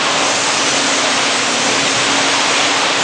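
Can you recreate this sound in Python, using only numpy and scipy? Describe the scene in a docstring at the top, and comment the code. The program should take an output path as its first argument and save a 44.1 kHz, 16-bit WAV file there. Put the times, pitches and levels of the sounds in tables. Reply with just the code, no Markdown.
"""A bucket elevator runs among other machines in a factory hall, heard by one microphone.
Its chain and buckets are patchy noise mixed with a dense rattle of tiny contacts that rings the steel casing.
Motors hum and gears whine as unsteady sine tones, over a drone, rumble and roar made of filtered noise.
A few hollow clunks are short bursts of resonant noise. A bright, grainy hiss swells early and ebbs near the end."""
import sys
import numpy as np
from scipy import signal
from scipy.fft import rfft, irfft, next_fast_len
from scipy.io import wavfile
from scipy.ndimage import uniform_filter1d, map_coordinates

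SR = 44100
rng = np.random.default_rng(int(sys.argv[2]) if len(sys.argv) > 2 else 0)


def bounce(signal):
    """Save signal as a 16-bit WAV file at the path given by the first command-line argument."""
    frames = np.transpose(np.atleast_2d(signal))
    limited = np.clip(frames, -1, 1)
    pcm = np.round(limited * 32767).astype(np.int16)
    wavfile.write(sys.argv[1], SR, pcm)


N = 133623  # samples, about 3 seconds

# Pitch of the lower hum, which sags: (time [s], pitch [Hz])
LOW_HUM_PITCH = [(1.1, 250.3), (1.25, 242.3)]
# Loudness of the two motor hums: (time [s], level [dB])
HUM_LEVEL = [(0, -34), (0.15, -28.5), (0.27, -30), (0.35, -33.5), (0.55, -32), (0.86, -28), (1.0, -30),
             (1.45, -32), (1.66, -28.5), (1.87, -29.5), (1.96, -31.5), (2.05, -29.5), (2.26, -26),
             (2.38, -32), (2.65, -32.5), (2.8, -37), (3.03, -34)]
LOW_HUM_LEVEL = [(.6, -52), (1, -34.5), (1.25, -35), (1.45, -33.5), (1.68, -31), (1.95, -52)]
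# Steady gear whines: (pitch [Hz], level [dB])
GEAR_WHINES = [(619, -42.5), (1049, -41.5), (1394, -42.5), (2550, -45), (2606, -40), (4226, -46),
               (8047, -54)]
# Loudness of each noise layer, before any fixed gain below is added: (time [s], level [dB])
DRONE_LEVEL = [(0, -60), (0.2, -51), (0.5, -65), (0.75, -61), (0.9, -62), (1.35, -58), (1.65, -56),
               (1.8, -50), (2.12, -48), (2.24, -61), (2.5, -58), (2.82, -69), (3.03, -60)]
RUMBLE_LEVEL = [(0, -36), (0.22, -33), (0.45, -38), (0.72, -33.5), (0.95, -39), (1.15, -34.5),
                (1.42, -38.5), (1.6, -33.5), (1.85, -32), (2.1, -34), (2.4, -36.5), (2.8, -37.5),
                (3.03, -37)]
ROAR_LEVEL = [(0, -24), (0.27, -23), (0.42, -26), (0.52, -27), (0.66, -23), (0.87, -23.5), (0.97, -25),
              (1.2, -25.5), (1.45, -25), (1.72, -23), (1.97, -24.5), (2.2, -24), (2.5, -25.5), (2.72, -24),
              (3.03, -23)]
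UPPER_ROAR_LEVEL = [(0, -22), (0.17, -22), (0.33, -22.5), (0.42, -26), (0.5, -22.3), (0.65, -23.5),
                    (0.73, -26.5), (0.87, -21.5), (0.97, -26), (1.08, -23.5), (1.22, -23), (1.42, -24.6),
                    (1.7, -23.5), (1.85, -25.5), (2.05, -23.5), (2.25, -20.5), (2.42, -21), (2.68, -23),
                    (2.87, -20), (3.03, -24.5)]
DIN_LEVEL = [(0, -18), (0.15, -18), (0.45, -19.5), (0.75, -17.5), (0.93, -18.0), (1.02, -17.5),
             (1.3, -17.5), (1.48, -19.5), (1.7, -17.5), (1.95, -17.5), (2.15, -16.5), (2.45, -16.5),
             (2.8, -17), (3.03, -18.0)]
HISS_LEVEL = [(0, -28), (0.17, -25), (0.3, -22.5), (0.62, -22.5), (0.74, -21.5), (0.85, -22.5),
              (1.1, -23.5), (1.5, -23.5), (1.9, -23.5), (2.4, -24.5), (2.7, -24), (2.9, -27), (3.03, -25)]
# Tone colour of each noise layer, relative only: (frequency [Hz], level [dB])
DRONE_SPECTRUM = [(20, -10), (40, -6), (60, 2), (80, 0.5), (160, -20.5), (500, -61.5)]
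RUMBLE_SPECTRUM = [(20, -57), (55, -42), (75, -22), (92, -9), (112, 0), (160, 0.3), (190, -2.5), (230, 0),
                   (300, -4), (500, -13), (1200, -55.5)]
ROAR_SPECTRUM = [(100, -41), (220, -10.5), (305, -2.5), (370, -4), (430, -1.5), (490, 0), (630, 0),
                 (740, -3), (900, -14.5), (2200, -45)]
UPPER_ROAR_SPECTRUM = [(400, -38), (620, -10.5), (760, 0), (850, 0.5), (1120, 0.1), (1400, -5), (2200, -16.5),
                       (6000, -56)]
DIN_SPECTRUM = [(400, -36.5), (1000, -6.5), (1450, -0.5), (1850, -0.5), (2100, 0.86), (3000, 0.5),
                (3750, -1), (4400, -4.5), (5300, -7.5), (7000, -19), (10000, -44.5)]
HISS_SPECTRUM = [(2000, -41), (4200, -7), (5400, -2.5), (6500, -0.5), (7300, -3), (8200, -7), (9000, -13),
                 (9600, -21), (10000, -35.5)]
# Broad resonances of the steel casing, relative levels: (frequency [Hz], width [Hz], level [dB])
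CASING_RESONANCES = [(450, 27, -7.5), (610, 75, 9.5), (820, 44, -3), (866, 58, 6.5), (990, 26, -5),
                     (1052, 41, 4), (1200, 50, 1), (2300, 70, -15)]
# Hollow clunks, each timed at its loudest moment: (time [s], pitch [Hz], level [dB])
CLUNKS = [(0.191, 590, -22.5), (0.26, 606, -27), (0.74, 617, -24.5), (1.054, 626, -23.5), (2.51, 524, -25),
          (2.596, 694, -22.5)]

HUM_HZ = 277.4
TONE_KNOTS_PER_S, TONE_DRIFT_HZ = 3.47, 0.39  # speed and typical size of the pitch drift
# Fixed gains added to the levels above; the casing gain is relative to the din level
RUMBLE_DB, UPPER_ROAR_DB, DIN_DB, CASING_DB, HISS_DB = 1.3, 0.5, -0.02, -16, 1.2
DRONE_LUMPS_DB, DRONE_KNOTS_PER_S = 4.5, 15
RATTLES_PER_S, RATTLE_SPREAD_DB = 900, 3.5  # average number of contacts, and how unequal they are
RATTLE_DB = -4  # rattle against the patchy noise of the elevator
HALL_T60_S, HALL_DB = 1, -2  # time for the tail to fall 60 dB, and its level against the bare rattle
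HISS_GRAIN_DB = -5.5  # rattle against the patchy noise of the hiss
HISS_FLUTTER_DB, HISS_KNOTS_PER_S = 0.37, 35
CLUNK_ATTACK_S, CLUNK_T60_S = 0.028, 0.27
CLUNK_WIDTH_HZ = 200  # width of one resonance; two in a row ring narrower
TOP_HZ = 9900


def amp(db):
    """Turn decibels into a plain gain."""
    return 10 ** (np.asarray(db) / 20)


def unit(x):
    """Scale a sound to an average (rms) strength of 1."""
    return x / np.sqrt(np.mean(x ** 2) + 1e-20)


def curve(rows):
    """Join (time, value) points with straight lines, one value per sample."""
    times, values = np.transpose(rows)
    return np.interp(np.arange(N) / SR, times, values)


def level(rows):
    """Turn (time, dB) points into one gain per sample."""
    return amp(curve(rows))


def wobble(knots_per_s):
    """Draw a smooth random curve through knots_per_s random points a second."""
    knots = rng.standard_normal(400)
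    return map_coordinates(knots, [np.arange(N) * knots_per_s / SR + 2], mode="mirror")


def filtered(x, response):
    """Multiply each frequency in a sound by the response at that frequency."""
    size = next_fast_len(N + SR // 2)  # spare room keeps the end from wrapping to the start
    hz = np.fft.rfftfreq(size, 1 / SR)
    return irfft(rfft(x, size) * response(hz), size)[:N]


def coloured(x, spectrum):
    """Shape a sound by (frequency, dB) points on a log axis, then scale it to rms 1."""
    points_hz, db = np.transpose(spectrum)

    def response(hz):
        return amp(np.interp(np.log(hz + 1), np.log(points_hz + 1), db))

    return unit(filtered(x, response))


def resonance(hz, centre, width):
    """Response of one springy resonance: strongest at its centre, weaker to both sides."""
    return 1j * hz * width / (centre * centre - hz * hz + 1j * hz * width)


def rush(patchy_db):
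    """Noise with patches of random loudness in time and frequency, at rms 1."""
    noise = signal.stft(rng.standard_normal(N), nperseg=512)[2]
    patches = uniform_filter1d(rng.standard_normal(noise.shape), size=6, axis=0)  # smooth over frequency
    patches = uniform_filter1d(patches, size=16, axis=1)  # smooth over time
    patchy_noise = noise * amp(patchy_db * unit(patches))
    return unit(signal.istft(patchy_noise, nperseg=512)[1][:N])


def tone(hz, wander_db):
    """A sine of rms 1, slightly unsteady in level and pitch."""
    pitch = hz + TONE_DRIFT_HZ * wobble(TONE_KNOTS_PER_S)
    phase = 2 * np.pi * (np.cumsum(pitch) / SR + rng.random())
    return unit(amp(wander_db * wobble(TONE_KNOTS_PER_S)) * np.sin(phase))


def drives():
    """One motor hums throughout, a lower hum swells and sags in pitch, and gears whine faintly."""
    hum = level(HUM_LEVEL) * tone(HUM_HZ, wander_db=-0.7)
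    low_hum = level(LOW_HUM_LEVEL) * tone(curve(LOW_HUM_PITCH), wander_db=1.5)
    whines = sum(amp(db) * tone(hz, wander_db=-1.5) for hz, db in GEAR_WHINES)
    return hum + low_hum + whines


def hall():
    """The machines' lumpy low drone, rumble and roar, each made of filtered noise."""
    lumps = amp(DRONE_LUMPS_DB * wobble(DRONE_KNOTS_PER_S))
    low_noise = coloured(rng.standard_normal(N), DRONE_SPECTRUM)
    drone = level(DRONE_LEVEL) * unit(lumps * low_noise)
    rumble = amp(RUMBLE_DB) * level(RUMBLE_LEVEL) * coloured(rush(patchy_db=0.26), RUMBLE_SPECTRUM)
    roar = level(ROAR_LEVEL) * coloured(rush(patchy_db=0.5), ROAR_SPECTRUM)
    return drone + rumble + roar


def rattle():
    """Countless small steel contacts at random moments, each followed by the hall's fading tail."""
    count = N + SR  # one extra second first, so tails already sound at the start
    happens = rng.random(count) < RATTLES_PER_S / SR
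    ticks = happens * np.sign(rng.standard_normal(count))
    ticks = ticks * amp(RATTLE_SPREAD_DB * rng.standard_normal(count))
    tail = rng.standard_normal(SR) * amp(-60 * np.arange(SR) / SR / HALL_T60_S)
    echoes = signal.fftconvolve(ticks, tail)[SR:count]
    return unit(unit(ticks[SR:]) + amp(HALL_DB) * unit(echoes))


def casing_response(hz):
    """The steel casing's resonances, added together."""
    return sum(amp(db) * resonance(hz, centre, width) for centre, width, db in CASING_RESONANCES)


def elevator():
    """The roar's upper band, while the chain and buckets scrape and rattle and the casing rings with them."""
    upper_roar = amp(UPPER_ROAR_DB) * level(UPPER_ROAR_LEVEL) * coloured(rush(patchy_db=0.7), UPPER_ROAR_SPECTRUM)
    contacts = unit(rush(patchy_db=0.6) + amp(RATTLE_DB) * rattle())
    din = amp(DIN_DB) * coloured(contacts, DIN_SPECTRUM)
    ring = amp(CASING_DB) * unit(filtered(contacts, casing_response))
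    return upper_roar + level(DIN_LEVEL) * (din + ring)


def hiss():
    """A bright hiss, as of goods sliding over steel: noise and rattle with a slight flutter."""
    grains = unit(rush(patchy_db=1.53) + amp(HISS_GRAIN_DB) * rattle())
    flutter = amp(HISS_FLUTTER_DB * wobble(HISS_KNOTS_PER_S))
    return amp(HISS_DB) * level(HISS_LEVEL) * flutter * coloured(grains, HISS_SPECTRUM)


def clunks():
    """Short hollow surges of resonant noise, as of buckets jolting against the casing."""
    out = np.zeros(N)
    for peak_s, pitch, db in CLUNKS:
        t = np.arange(N) / SR - peak_s
        rise = np.clip(1 + t / CLUNK_ATTACK_S, 0, 1)
        fade = amp(-60 * np.maximum(t, 0) / CLUNK_T60_S)
        # squaring sends the noise through the same resonance twice
        hollow = filtered(rng.standard_normal(N), lambda hz: resonance(hz, pitch, CLUNK_WIDTH_HZ) ** 2)
        out += amp(db) * rise * fade * unit(hollow)
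    return out


def scene():
    """Add all sources at one microphone; both channels are alike."""
    mono = drives() + hall() + elevator() + hiss() + clunks()
    return np.array([mono, mono])


def record(dry):
    """The recorder rounds off the highest peaks, then keeps nothing from TOP_HZ upward."""
    rounded = dry / (1 + np.abs(dry / 0.9) ** 8) ** (1 / 8)
    return np.array([filtered(channel, lambda hz: hz < TOP_HZ) for channel in rounded])


dry = scene()
out = record(dry)
bounce(out)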